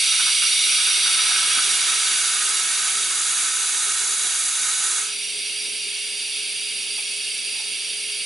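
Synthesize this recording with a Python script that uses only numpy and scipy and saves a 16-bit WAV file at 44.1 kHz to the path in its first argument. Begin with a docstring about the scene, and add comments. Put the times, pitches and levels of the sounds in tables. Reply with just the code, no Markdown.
"""Steam from an espresso machine

A brass lever machine heats up on a kitchen counter, close by. Steam leaks through a valve, and its
turbulence excites the cavity's resonances. A hand opens the outlet further: a broad, wet jet takes over
and sputters until it is shut at five seconds, leaving the thinner leak. Beneath lie the simmering
boiler's rumble, a steady hum and a few soft knocks of handling."""
import sys
import numpy as np
from scipy import signal
from scipy.fft import rfft, irfft, next_fast_len
from scipy.io import wavfile
from scipy.ndimage import map_coordinates

SR = 44100
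rng = np.random.default_rng(int(sys.argv[2]) if len(sys.argv) > 2 else 0)


def to_wav(sig):
    """Store sig (one row per channel, or 1-D mono) as 16-bit WAV at the path in sys.argv[1].

    Samples outside -1..1 are clipped; the rate is SR.
    """
    pcm = np.clip(np.atleast_2d(sig), -1, 1) * 32767
    pcm = np.round(pcm).astype(np.int16)
    wavfile.write(sys.argv[1], SR, pcm.T)  # frames by channels


N = 363825

# valve cavity resonances: f/Hz, width/Hz, relative level/dB at full force, the same at low force
VALVE_MODES = [(2193, 211, -6.5, -15.5), (2332, 105, -4.5, -12.5), (2529, 73, -3, -9),
               (2640, 147, -11, -11), (2821, 145, -3, -8), (3010, 78, -5, -20.5), (3108, 99, -8, -11),
               (3343, 155, -2.5, -11), (3593, 108, -2.5, -12), (3732, 118, -0.5, -11.5),
               (4045, 350, -6, -18), (4310, 92, -9.5, -13.5), (4500, 120, -1.5, -8.5), (4732, 123, -13, -9),
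               (4835, 220, -3, -10.5), (5230, 160, -14, -18), (5260, 121, -17, -27), (5636, 117, -2.5, -12),
               (5774, 140, -2, -17), (6040, 340, -10.5, -22), (6450, 170, -15, -20), (7100, 520, -25, -23),
               (7250, 200, -10, -22.5), (7930, 312, -21, -32.3), (8480, 48, 2.5, -9), (8800, 440, -10, -15),
               (9060, 2000, -10.5, -19), (9850, 380, -5.5, -13.5), (10450, 170, -3.5, -8.5),
               (10766, 310, -4.5, -16.5)]
# resonances, each table: f/Hz, width/Hz, relative level/dB
OUTLET_MODES = [(2178, 156, -3.5), (2374, 120, -6.5), (2920, 73, -9), (3410, 250, -4.5), (3733, 200, -2),
                (4000, 400, -3.5), (4550, 440, -8), (4950, 240, -7.5), (5140, 440, -12), (5570, 300, -7),
                (6000, 310, -2), (6266, 170, -0.5), (6590, 260, 0.5), (7010, 330, -0.5), (7320, 150, 0.5),
                (7870, 675, -3.5), (8083, 650, -9), (8530, 240, -0.3), (8900, 230, 1), (9300, 870, -2.5),
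                (9700, 160, -8.5), (10150, 880, -2), (10710, 550, 1.3)]
PIPE_MODES = [(114, 57, -24), (228, 92, -21.5), (366, 71, -13), (748, 160, -11.5), (985, 310, -10.5),
              (1266, 207, -1.5), (1333, 90, 1.5), (1495, 124, 4), (1637, 144, 0.5), (1858, 112, 1)]
SPOUT_MODES = [(825, 350, -15), (1256, 160, 3), (1480, 410, 5.5)]  # where single drops burst
COUNTER_MODES = [(240, 150, -12), (780, 170, -1), (900, 130, 3), (1190, 400, -4)]
BASE_MODES = [(126, 40, -2), (238, 54, 0.5), (374, 60, 5)]  # the machine's base
# the largest drops blown through the outlet: t/s, level/dB
DROPS = [(.118, -28), (.19, -26), (.262, -24), (.418, -28), (.66, -35), (.716, -31), (.777, -30),
         (.866, -28), (1.05, -27), (1.187, -31), (1.568, -26)]
# soft knocks of handling: t/s, level/dB
HANDLING_KNOCKS = [(6.853, -53), (6.978, -41), (7.548, -44), (7.597, -44), (7.655, -50)]
# dull bumps, from the boiler and then from the arm drawing back: t/s, level/dB, duration/s
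DULL_BUMPS = [(1.565, -39.5, 0.026), (1.64, -51, 0.1), (5.8, -53, 0.15), (6.08, -68, 0.14)]
# spectrum of the boiler's rumble and the leak's low hiss: f/Hz, relative level/dB
RUMBLE_AND_HISS_SPECTRUM = [(25, -44), (55, -22), (90, -11.5), (123, -4), (152, -9.5), (225, 2),
                            (305, -1.5), (385, 3), (480, 2), (590, -4), (680, -4.5), (1150, -7.5),
                            (1800, 5.5), (2600, -34)]
# envelope of the hum: t/s, relative level/dB
HUM_ENVELOPE = [(0.0, -64.5), (2.02, -57.5), (4.73, -63), (5.1, -55), (7.76, -59), (7.9, -54.5),
                (8.25, -57)]
# kitchen reverberation: f/Hz, level/dB relative to the direct sound
REVERB_SPECTRUM = [(150, -7.5), (400, -5.5), (1200, -0.5), (2500, -8.5), (5500, -8), (9000, -11)]
# stereo balance: f/Hz, left minus right level/dB
BALANCE = [(150, -0.5), (350, 1), (700, -0.3), (1300, -1.7), (3000, -1.3), (5600, -2.5), (10000, -1.5)]

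OPEN_S, OPEN_TAKES_S, SHUT_S, SHUT_TAKES_S = 1.35, .3, 5.0, .13  # the hand's two turns of the outlet


def leak(rest_db=-27, pressure_db=9, divert_db=2.06, starved_db=2.7, flutter_db=.32):
    """Cavity resonance: steam squeezes past the valve; its force shifts the weight among the modes."""
    outlet_loss_db = opening() * (divert_db + starved_db * (1 - pressure()))
    level_db = rest_db + pressure_db * pressure() - outlet_loss_db
    hard = resonant_noise([(hz, width, db) for hz, width, db, _ in VALVE_MODES])
    soft = resonant_noise([(hz, width, db) for hz, width, _, db in VALVE_MODES])
    force = valve_force()
    hiss = np.sqrt(force) * hard + np.sqrt(1 - force) * soft
    return amp(level_db + flutter_db * wobble(25)) * hiss


def jet(surge, open_db=-22.5, choke_db=1.5, surge_db=.5):
    """Turbulent jet noise: the outlet hisses; water driven through it chokes it and makes it surge."""
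    level_db = open_db - choke_db * pipe_fill() * pressure() + surge_db * surge
    return amp(level_db) * opening() * resonant_noise(OUTLET_MODES)


def sputter(surge, wet_db=-36.5, pressure_db=3, dry_loss_db=9, surge_db=1.2, gurgle_db=.5, drain_s=.026):
    """Two-phase flow: condensate spits in drops, then gurgles in the pipe until the outlet is shut."""
    level_db = wet_db + pressure_db * pressure() - dry_loss_db * (1 - pipe_fill())
    flowing = 1 - ramp(SHUT_S + drain_s, SHUT_TAKES_S)
    gurgle = unit_rms(amp(surge_db * surge + gurgle_db * wobble(12)))
    stream = amp(level_db) * flowing * gurgle * resonant_noise(PIPE_MODES)
    spits = strikes(DROPS, attack_s=.007, t60_s=.18) * resonant_noise(SPOUT_MODES)
    return stream + spits


def rumble_and_hiss(shut_db=-50.5, vent_loss_db=2, build_db=2, build_s=1.2, swell_db=2.5, split_hz=550):
    """Amplitude modulation: the boiler's rumble swells unevenly; the leak's low hiss stays smooth."""
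    level_db = shut_db - vent_loss_db * opening() - build_db * (1 - ramp(0, build_s))
    both = noise(lambda hz: amp(log_interp(RUMBLE_AND_HISS_SPECTRUM, hz)) / (1 + (hz / 3000) ** 4))
    rumble = filtered(both, lambda hz: 1 / (1 + (hz / split_hz) ** 4))
    leak_low_hiss = both - rumble
    swell = unit_rms(amp(swell_db * wobble(16)))
    return amp(level_db) * (leak_low_hiss + rumble * swell)


def knocks():
    """Impact excitation: soft contacts set the counter ringing dully; bumps stir the machine's base."""
    counter = strikes(HANDLING_KNOCKS, attack_s=.0021, t60_s=.1) * resonant_noise(COUNTER_MODES)
    base = swells(DULL_BUMPS) * resonant_noise(BASE_MODES)
    return counter + base


def hum(hum_hz=416.7, drift_hz=.36, gain_db=2, waver_db=.5, lead_rad=.3):
    """Standing wave: a slightly wavering room tone reaches the two microphone ports out of phase."""
    level_db = gain_db + np.interp(np.arange(N) / SR, *np.transpose(HUM_ENVELOPE))
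    phase = 2 * np.pi * np.cumsum(hum_hz + drift_hz * wobble(5)) / SR
    tone = unit_rms(np.sin([phase + lead_rad, phase - lead_rad]))
    return amp(level_db + waver_db * wobble(11)) * tone


def kitchen(direct, t60_s=.32, build_s=.003, apart_hz=170):
    """Reverberation: reflections from hard walls ripple the hiss; long waves reach both ports alike."""
    t = np.arange(SR // 2) / SR
    tails = rng.standard_normal((2, len(t))) * amp(-60 * t / t60_s) * (1 - np.exp(-t / build_s))
    tails /= np.linalg.norm(tails, axis=1, keepdims=True)
    mid, side = signal.fftconvolve(direct[None], tails, axes=1)[:, :N]
    side = low_cut(side, apart_hz)
    reflections = np.array([mid + side, mid - side]) / np.sqrt(2)
    return direct + filtered(reflections, lambda hz: amp(log_interp(REVERB_SPECTRUM, hz)))


def opening(ajar=.44):
    """Throttling: the outlet's open share, 0-1, is ajar, turned wide, then shut."""
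    return (ajar + (1 - ajar) * ramp(OPEN_S, OPEN_TAKES_S)) * (1 - ramp(SHUT_S, SHUT_TAKES_S))


def pressure(vent_takes_s=2.58):
    """Venting: the boiler's excess pressure falls from 1 to 0 once the outlet is turned wide."""
    return 1 - ramp(OPEN_S, vent_takes_s)


def valve_force(rebound=.48, settle_s=.54):
    """Pressure surge: shutting the outlet briefly throws force, 0-1, back on the valve."""
    since_shut = np.maximum(np.arange(N) / SR - SHUT_S - SHUT_TAKES_S, 0)
    kick = rebound * ramp(SHUT_S, SHUT_TAKES_S) * np.exp(-since_shut / settle_s)
    return np.clip(pressure() + kick, 0, 1)


def pipe_fill():
    """Condensation: water fills the pipe, 0-1."""
    return ramp(start_s=.63, length_s=.65)


def resonant_noise(modes):
    """Random excitation of steep-skirted resonances (f/Hz, width/Hz, level/dB), which add in power."""
    def gain(hz):
        peaks = (amp(db) / (1 + (2 * (hz - centre) / width) ** 2) for centre, width, db in modes)
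        return np.sqrt(sum(peak ** 2 for peak in peaks))
    return noise(gain)


def noise(response):
    """Spectral shaping of white noise, at rms 1."""
    return unit_rms(filtered(rng.standard_normal(N), response))


def strikes(rows, attack_s, t60_s):
    """Damping: a quick rise and an exponential decay for each row (t/s, level/dB)."""
    ages = [(np.maximum(np.arange(N) / SR - start, 0), db) for start, db in rows]
    return sum(amp(db - 60 * age / t60_s) * (1 - np.exp(-age / attack_s)) for age, db in ages)


def swells(rows):
    """A half-sine pulse for each row (t/s, level/dB, duration/s)."""
    return sum(amp(db) * np.sin(np.pi * ramp(start, length)) for start, db, length in rows)


def ramp(start_s, length_s):
    """Linear rise from 0 to 1."""
    return np.clip((np.arange(N) / SR - start_s) / length_s, 0, 1)


def wobble(rate):
    """Random modulation: a spline with rate knots a second."""
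    knots = rng.standard_normal(int(N * rate / SR) + 4)
    return map_coordinates(knots, [np.arange(N) * rate / SR])


def filtered(x, response):
    """Zero-phase filtering: the spectrum of x times response(f/Hz)."""
    size = next_fast_len(N + SR // 2)
    return irfft(rfft(x, size) * response(np.fft.rfftfreq(size, 1 / SR)), size)[..., :N]


def low_cut(x, corner_hz):
    """Second-order high-pass slope."""
    return filtered(x, lambda hz: hz ** 2 / (hz ** 2 + corner_hz ** 2))


def log_interp(points, hz):
    """Interpolation of (f/Hz, level/dB) points on a log frequency axis."""
    f, db = np.transpose(points)
    return np.interp(np.log(hz + 1), np.log(f + 1), db)


def amp(db):
    """Decibels to amplitude ratio."""
    return 10 ** (np.asarray(db) / 20)


def unit_rms(x):
    """Normalisation to rms 1."""
    return x / np.sqrt(np.mean(x ** 2) + 1e-20)


def scene():
    """Superposition: the sources add in the kitchen, with the machine a little to the right."""
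    surge = unit_rms(wobble(35) + wobble(100))  # jet and sputter share one uneven flow
    machine = leak() + jet(surge) + sputter(surge) + rumble_and_hiss() + knocks()
    sound = amp(-.27) * kitchen(machine) + hum()
    return filtered(sound, lambda hz: amp(np.outer([.5, -.5], log_interp(BALANCE, hz))))


def record(dry, low_cut_hz=36, top_hz=11030):
    """Band limiting: the microphone thins the deep bass and cuts off steeply above its upper limit."""
    thinned = low_cut(dry, low_cut_hz)
    return filtered(thinned, lambda hz: amp(-.6 * np.clip(hz - top_hz, 0, 200)))


dry = scene()
out = record(dry)
to_wav(out)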